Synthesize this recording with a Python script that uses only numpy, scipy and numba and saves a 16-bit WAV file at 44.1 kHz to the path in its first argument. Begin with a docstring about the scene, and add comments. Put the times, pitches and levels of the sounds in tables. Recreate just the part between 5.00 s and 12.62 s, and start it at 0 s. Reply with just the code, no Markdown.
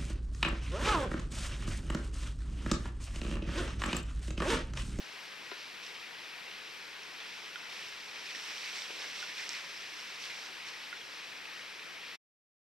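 """A river rushes steadily, a fizz of tiny bubbles over hissing foam, heard from the bank by two mic ports.
Far out a paddler flips a small plastic boat end over end and rolls up: the hull knocks, thrown water
sprays, drops ping, air dragged under boils up and water sloshes against the upright boat.
Three small hollow ticks ring nearby. Shortly before the end everything drops out."""
import sys
import numpy as np
from scipy import signal
from scipy.fft import rfft, irfft
from scipy.io import wavfile
from scipy.ndimage import uniform_filter1d
from numba import njit

SR = 44100
rng = np.random.default_rng(int(sys.argv[2]) if len(sys.argv) > 2 else 0)


def int16_out(signal):
    """Quantize to a 16-bit WAV file."""
    q = np.round(np.clip(np.atleast_2d(signal).T, -1, 1) * 32767)
    wavfile.write(sys.argv[1], SR, q.astype(np.int16))


N = 335995
TIME = np.arange(N) / SR
BINS = np.fft.rfftfreq(N, 1 / SR)

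# Stereo image of the water. Each row: frequency in Hz, correlation of the ports, left lead in radians.
PORT_IMAGE = [(50, -.15, 0), (150, -.35, 0), (270, -.1, 0), (450, .5, 0), (700, .7, -.2), (1300, .78, -.3),
              (2000, .86, -.7), (2800, .86, -.85), (3800, .88, -.4), (5500, .85, -.55), (6800, .4, -.8),
              (7800, .33, 0), (10000, .25, 0), (14000, .55, 0)]
# Tone of the current. Each row: frequency in Hz, relative level in dB per Hz, left minus right in dB.
RIVER_TONE = [(35, -103, 4), (110, -93, -0.5), (170, -88, -0.5), (260, -88.5, 4.5), (500, -87, 5.5),
              (633, -90.5, 6), (970, -86, 6.5), (1280, -86, 7), (1780, -83, 8), (2550, -80, 2.5),
              (3355, -84, -1.5), (5600, -89, -1), (6950, -100.5, -2), (7560, -99.7, -1), (9200, -103.5, 0),
              (12200, -106, -0.5), (14750, -111.5, 0.5)]
# Knocks on the hull, duller when water cushions them. 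Each row: start in seconds, level in dB,
# pitch ratio, tilt in dB per octave, boost of the third mode in dB.
HULL_HITS = [(.5156, -38, 1.01, 0, 1.5), (.5204, -48.5, 0.99, 1, -1.5), (2.434, -49, 1.15, -3, 3),
             (2.7275, -48, 2.5, -2, 3), (3.361, -44, 0.81, -8, -3), (3.902, -42, 1.1, -3, 3)]
# Resonances of the plastic hull. Each row: pitch in Hz, relative level in dB, t60 in seconds.
HULL_MODES = [(296, -3.5, 0.03), (386, 0, 0.04), (470, -4, .026), (692, -3, 0.03), (980, -3, 0.018),
              (1380, -0.5, 0.025), (2050, -1.5, 0.015), (2660, -6.5, .012), (3800, -1.5, 0.012)]
# Tone of thrown water. Each row: frequency in Hz, level in dB per Hz, left minus right in dB.
SPRAY_TONE = [(119.6, -108, 2), (400, -89, 5.5), (650, -92, 8.5), (900, -88, 6), (1240, -85.5, 3),
              (1780, -81, 2), (2420, -78, 2.5), (3400, -80, -5.5), (4880, -82, 0.5), (5480, -79, -5),
              (6160, -86, -4.5), (7060, -95, -5.5), (8060, -92.5, -8), (9100, -104, -1),
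              (11000, -101.5, -1), (12200, -102, -0.5), (13500, -116, -1)]
# Water thrown by the paddle or an end of the boat. Each row: start in seconds, level in dB,
# hold in seconds, treble boost in dB.
SPLASH_CUES = [(.82, -52.5, 0.07, 0.5), (2.19, -51, 0.28, -7), (2.69, -51, 0.17, -0.5),
               (3.14, -52.5, .1, -3), (3.25, -50.5, 0.087, 0.5), (3.34, -51, 0.46, 3.5),
               (3.44, -50, 0.072, 0.5), (3.61, -51, .06, 0), (3.735, -49.5, 0.1, 3), (3.99, -44, 0.054, -8),
               (4.14, -49.5, 0.099, 1), (4.36, -48.5, 0.085, 1.5), (4.49, -48, 0.074, 2),
               (4.73, -56, .04, 1), (4.96, -60, 0.072, 6), (5.19, -52, 0.03, 5), (5.22, -49.5, 0.045, 2.5),
               (5.29, -52, 0.18, 0.5), (5.65, -50, 0.04, 2)]
# The standout drops. Each row: start in seconds, level in dB, pitch in Hz, t60 in seconds.
LOUD_DROPS = [(.832, -42, 5560, .018), (.865, -39, 5150, .018), (2.033, -43, 5540, .018),
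              (2.137, -42.5, 5180, .018), (2.2032, -35.5, 3450, 0.016), (2.7775, -35, 2300, .012),
              (3.349, -33.5, 1870, .024), (3.438, -42, 7610, .008), (3.757, -38, 7500, .003),
              (3.759, -36, 4540, .013), (3.8204, -32, 3550, 0.011), (4.041, -35.5, 1650, .026),
              (4.203, -40, 5750, .016), (4.205, -42, 4150, .015), (4.407, -40, 6400, .004),
              (4.531, -34.5, 5600, 0.013), (4.550, -34, 4330, .012), (4.565, -36.5, 2130, .01),
              (4.763, -43, 5270, .02), (5.002, -41, 5540, .018), (5.010, -40, 4420, .02),
              (5.239, -35, 3490, .014), (5.686, -37, 4310, .016), (5.971, -39.5, 3530, .022),
              (6.0142, -39, 3280, .028), (6.1554, -50, 3520, .025), (6.794, -38, 2380, .02)]
# Ring of one sharp, close drop. Each row: pitch in Hz, level in dB, t60 in seconds.
SNAP_MODES = [(4750, -32, .006), (5570, -26, .006), (6420, -32, .006), (7800, -34, .005)]
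# Hollow ticks close by. Each row: start in seconds, level in dB, pitch ratio, tilt in dB per octave,
# boost of the third mode in dB.
TICK_HITS = [(2.5576, -33.5, 1, 2.5, -2), (4.2266, -34, 1.0, 0, 2), (5.9274, -33, 1.0, -5.5, 5.5)]
# Resonances of a tick. Each row: pitch in Hz, relative level in dB, t60 in seconds.
HOLLOW_MODES = [(1441, -2, 0.046), (1700, -5, 0.01), (2050, -9, 0.032), (2720, -7.5, .012),
                (3140, -6.5, 0.012), (3520, -5.5, 0.011)]
# An end of the boat digs in. Each row: start in seconds, level in dB, hold in seconds.
PLUNGE_CUES = [(3.285, -49.5, .02), (3.462, -49, 0.053), (3.62, -49, .06), (4.28, -49, 0.039),
               (4.38, -48.5, .055), (4.525, -48, 0.048), (5.29, -48.5, 0.022)]
# Tone of air boiling up. Each row: frequency in Hz, level in dB per Hz, left minus right in dB.
BOIL_TONE = [(1110, -105, 3), (1795, -76.5, 1.5), (2470, -72.5, -1), (3400, -92, -2.5), (5000, -115, -2.5)]
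# Water heaves against the hull. Each row: start in seconds, level in dB, hold in seconds.
SLOSH_CUES = [(3.92, -46.5, 0.052), (4.0, -47.5, 0.06)]
# Tone of that slosh. Each row: frequency in Hz, level in dB per Hz, left minus right in dB.
SLOSH_TONE = [(150, -105, 2.5), (294, -81.5, 4.5), (450, -85.5, 9.5), (702, -84, 7.5), (1500, -115, 3.5)]

UNITY_DB = -45  # a splash, plunge or slosh cue at this level plays its tone at unity gain
FLIP_S = 4.1  # the height of the flip


def amp(db):
    """Decibels to gain."""
    return 10 ** (np.asarray(db) / 20)


def decay(t, t60):
    """A tail that falls 60 dB every t60 seconds."""
    return np.exp(-np.log(1000) * t / t60)


def over_bins(table):
    """Draw each column of a table as a smooth curve over log frequency."""
    hz, *columns = np.transpose(table)
    return [np.interp(np.log(BINS + 1), np.log(hz), column) for column in columns]


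def wobble(per_s):
    """A smoothed sample-and-hold modulator with a spread of 1."""
    step = max(int(SR / per_s), 2)
    held = np.repeat(rng.standard_normal(N // step + 1), step)
    slewed = uniform_filter1d(uniform_filter1d(held, step), step)[:N]
    return slewed / slewed.std()


def place(out, start_s, sound, pan_db):
    """Mix in a one-shot, leaning left by pan_db."""
    i = int(start_s * SR)
    panned = amp(np.array([[pan_db], [-pan_db]]) / 2) * sound
    out[:, i:i + sound.shape[-1]] += panned[:, :N - i]


def ring(hz, t60, glide=0.):
    """A fading sine that bends up by the fraction glide over its life."""
    t = TIME[:SR // 5]
    pitch = hz * (1 + glide * np.minimum(t / t60, 1))
    return np.sin(2 * np.pi * np.cumsum(pitch) / SR) * decay(t, t60)


@njit
def bubble_grains(starts, hz, cycles, sizes, glide):
    """Each bubble rings for some cycles and chirps upward; size squared sets its energy."""
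    out = np.zeros(N)
    for k in range(len(starts)):
        life = int(cycles[k] * SR / hz[k]) + 2
        size, fade, phase = sizes[k] / np.sqrt(life), np.exp(-6. / life), 0.
        for i in range(min(life, N - starts[k])):
            phase += 2 * np.pi * hz[k] * (1 + glide * i / life) / SR
            out[starts[k] + i] += size * np.sin(phase)
            size *= fade
    return out


def fizz(per_s, spread_db, cycles, glide):
    """A cloud of bubbles, many faint and few strong, with a flat spectrum as dense as unit noise."""
    low_hz, high_hz = 250, 15000
    when, pitch, life, size = rng.random((int(per_s * TIME[-1]), 4)).T
    hz = low_hz + (high_hz - low_hz) * pitch
    sizes = amp(-spread_db * np.log(1 - .995 * size))
    cloud = bubble_grains((when * N).astype(np.int64), hz, cycles * (.5 + life), sizes, float(glide))
    return cloud / cloud.std() * np.sqrt(2 * (high_hz - low_hz) / SR)


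def flicker(sound, depth_db, per_s, octaves=9):
    """Each octave band wavers on its own, as wavelets break and die."""
    octave = np.clip(np.log2((BINS + 1) / 50), 0, octaves - 1)
    spectrum = rfft(sound)
    bands = (irfft(spectrum * np.maximum(1 - abs(octave - k), 0), N) for k in range(octaves))
    return sum(band * amp(depth_db * wobble(per_s)) for band in bands)


def water(bubbles, tone, bubble_share, flicker_db, flicker_per_s):
    """Bubbles and foam hiss reach both ports; scatter off the banks reaches each on its own."""
    source = np.sqrt(bubble_share) * bubbles + np.sqrt(1 - bubble_share) * rng.standard_normal(N)
    spectrum = rfft(flicker(source, flicker_db, flicker_per_s))
    correlation, lead = over_bins(PORT_IMAGE)
    common = np.minimum(abs(correlation), 1)
    direct = np.sqrt(common) * spectrum * np.array([np.exp(1j * lead), np.sign(correlation)])
    scattered = np.sqrt(1 - common) * rfft(rng.standard_normal((2, N)))
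    db, pan_db = over_bins(tone)
    eq = amp(db + np.array([pan_db, -pan_db]) / 2)
    return irfft((direct + scattered) * eq, N) * np.sqrt(SR / 2)


def river():
    """The bed: the current's dense, even fizz with longer gurgles in it, barely surging."""
    bubbles = fizz(per_s=8000, spread_db=3.5, cycles=31, glide=.05)
    gurgles = fizz(per_s=2500, spread_db=2.3, cycles=100, glide=.02)
    rush = water(bubbles + 0.71 * gurgles, RIVER_TONE, bubble_share=0.33, flicker_db=0.87, flicker_per_s=16)
    return rush * amp(-0.68 + 0.09 * wobble(per_s=13))


def struck_body(hits, modes, pan_db, tail_db, tail_t60, low_cut_hz=199):
    """Hits ring a small body with little bass, darker when soft; each port gets a scattered tail."""
    out, t = np.zeros((2, N)), TIME[:SR // 8]
    for start_s, db, ratio, tilt_db, third_db in hits:
        body = 0
        for k, (hz, mode_db, t60) in enumerate(modes):
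            gain = amp(mode_db + tilt_db * np.log2(hz / modes[0][0]) + third_db * (k == 2))
            body += (-1) ** k * gain * ring(hz * ratio, t60)
        tail = rng.standard_normal((2, len(t))) * decay(t, tail_t60)
        paths = amp(tail_db) * tail / np.linalg.norm(tail, axis=1, keepdims=True)
        paths[:, 0] += 1  # the direct sound
        place(out, start_s, amp(db) * signal.fftconvolve(paths, body[None], axes=1), pan_db)
    return signal.sosfilt(signal.butter(2, low_cut_hz, "highpass", fs=SR, output="sos"), out)


def hull_knocks():
    """The plastic hull rings briefly under each knock, far out on the left."""
    return struck_body(HULL_HITS, HULL_MODES, pan_db=8, tail_db=-4.5, tail_t60=0.083)


def cue_power(cues, attack_s=0.011, release_t60=0.25):
    """Summed power envelope of bursts of water that each swell, hold and die away."""
    power = 0
    for start_s, db, hold_s in cues:
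        attack = np.clip((TIME - start_s) / attack_s, 0, 1)
        release = decay(np.clip(TIME - start_s - hold_s, 0, 2), release_t60)
        power += (amp(db - UNITY_DB) * attack * release) ** 2
    return power


def spray_envelope(cues, wash_peak_db=-47.5, rise_db_per_s=6.5, fall_db_per_s=4.5):
    """Splashes ride on the wash around the hull, which builds up to the flip and then settles."""
    before_s, after_s = np.maximum(FLIP_S - TIME, 0), np.maximum(TIME - FLIP_S, 0)
    wash_db = wash_peak_db - rise_db_per_s * before_s - fall_db_per_s * after_s
    return np.sqrt(amp(wash_db - UNITY_DB) ** 2 + cue_power(cues))


def splashes(spray_gain, crossover_hz=3400):
    """Thrown water falls back in ragged sheets; the finer the spray, the brighter the top."""
    bubbles = fizz(per_s=6000, spread_db=2.5, cycles=45, glide=0.065)
    spray = water(bubbles, SPRAY_TONE, bubble_share=0.47, flicker_db=0.5, flicker_per_s=59)
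    treble = irfft(rfft(spray) * BINS ** 4 / (BINS ** 4 + crossover_hz ** 4), N)
    treble_gain = spray_envelope([(s, db + boost_db, hold_s) for s, db, hold_s, boost_db in SPLASH_CUES])
    ragged_db = 0.61 * wobble(per_s=70)
    return ((spray - treble) * spray_gain + treble * treble_gain) * amp(ragged_db)


def stray_drops(spray_gain, unity_per_s=14, unity_db=-40, spread_db=0.5, chances=200):
    """Random rows like LOUD_DROPS: the stronger the spray, the more drops fall and the harder."""
    when, luck, size, pitch, life = rng.random((chances, 5)).T
    strength = spray_gain[(when * N).astype(int)]
    falls = luck < unity_per_s * strength ** 2 * TIME[-1] / chances
    db = unity_db + 10 * np.log10(strength) + spread_db * (2 * size - 1)
    hz = np.interp(pitch, (0, 1), (2780, 5800))
    t60 = np.interp(life, (0, 1), (.008, 0.024))
    return list(np.column_stack([when * TIME[-1], db, hz, t60])[falls])


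def drops(spray_gain, splat_db=-7, snap_s=4.492):
    """Drops splat and trap a bubble that pings, a little to the right; one lands close with a snap."""
    out, t = np.zeros((2, N)), TIME[:SR // 20]
    for start_s, db, hz, t60 in list(LOUD_DROPS) + stray_drops(spray_gain):
        octave_band = signal.butter(2, (hz / np.sqrt(2), hz * np.sqrt(2)), "bandpass", fs=SR, output="sos")
        splat = signal.sosfilt(octave_band, rng.standard_normal(len(t)) * decay(t, t60=0.02))
        place(out, start_s, amp(db + splat_db) * splat / abs(splat).max(), pan_db=-2)
        place(out, start_s, amp(db) * ring(hz, t60, glide=0.033), pan_db=-4.5)
    snap = sum(amp(db) * ring(hz, t60) for hz, db, t60 in SNAP_MODES)
    place(out, snap_s, snap, pan_db=-6)
    band_hz = (1200, 8500)  # drops have little bass; the microphone rolls off their top
    return signal.sosfilt(signal.butter(10, band_hz, "bandpass", fs=SR, output="sos"), out)


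def hollow_ticks():
    """Something small and hollow rings three times, close and almost dry on the right."""
    return struck_body(TICK_HITS, HOLLOW_MODES, pan_db=-7, tail_db=-16, tail_t60=.02)


def plunges(wake_db=-57.5):
    """Air dragged under by the hull boils up as larger bubbles and lingers in the wake."""
    bubbles = fizz(per_s=5400, spread_db=0.5, cycles=24, glide=.04)
    boil = water(bubbles, BOIL_TONE, bubble_share=0.27, flicker_db=1.6, flicker_per_s=45)
    wake_power = amp(wake_db - UNITY_DB) ** 2 * np.clip(TIME / FLIP_S, 0, 1)
    return boil * np.sqrt(cue_power(PLUNGE_CUES) + wake_power)


def slosh():
    """Water heaves against the hull as it stands on end: a soft cloud of big, low bubbles."""
    bubbles = fizz(per_s=6000, spread_db=2.0, cycles=19, glide=.1)
    heave = water(bubbles, SLOSH_TONE, bubble_share=0.55, flicker_db=-3.5, flicker_per_s=30)
    return heave * np.sqrt(cue_power(SLOSH_CUES))


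def scene():
    """The mix: river bed, the boat's water, and the knocks and ticks on top."""
    impacts = hull_knocks() + hollow_ticks()
    spray_gain = spray_envelope([cue[:3] for cue in SPLASH_CUES])
    return river() + splashes(spray_gain) + drops(spray_gain) + plunges() + slosh() + impacts


def record(dry):
    """Everything drops out within milliseconds near the end; a steep low-pass trims the top."""
    stop_s, fade_s, top_hz = 7.155, 0.0035, 15100
    gate = np.exp(-np.maximum(TIME - stop_s, 0) / fade_s)
    return signal.sosfilt(signal.ellip(8, .2, 70, top_hz, fs=SR, output="sos"), dry * gate)


dry = scene()
out = record(dry)
int16_out(out)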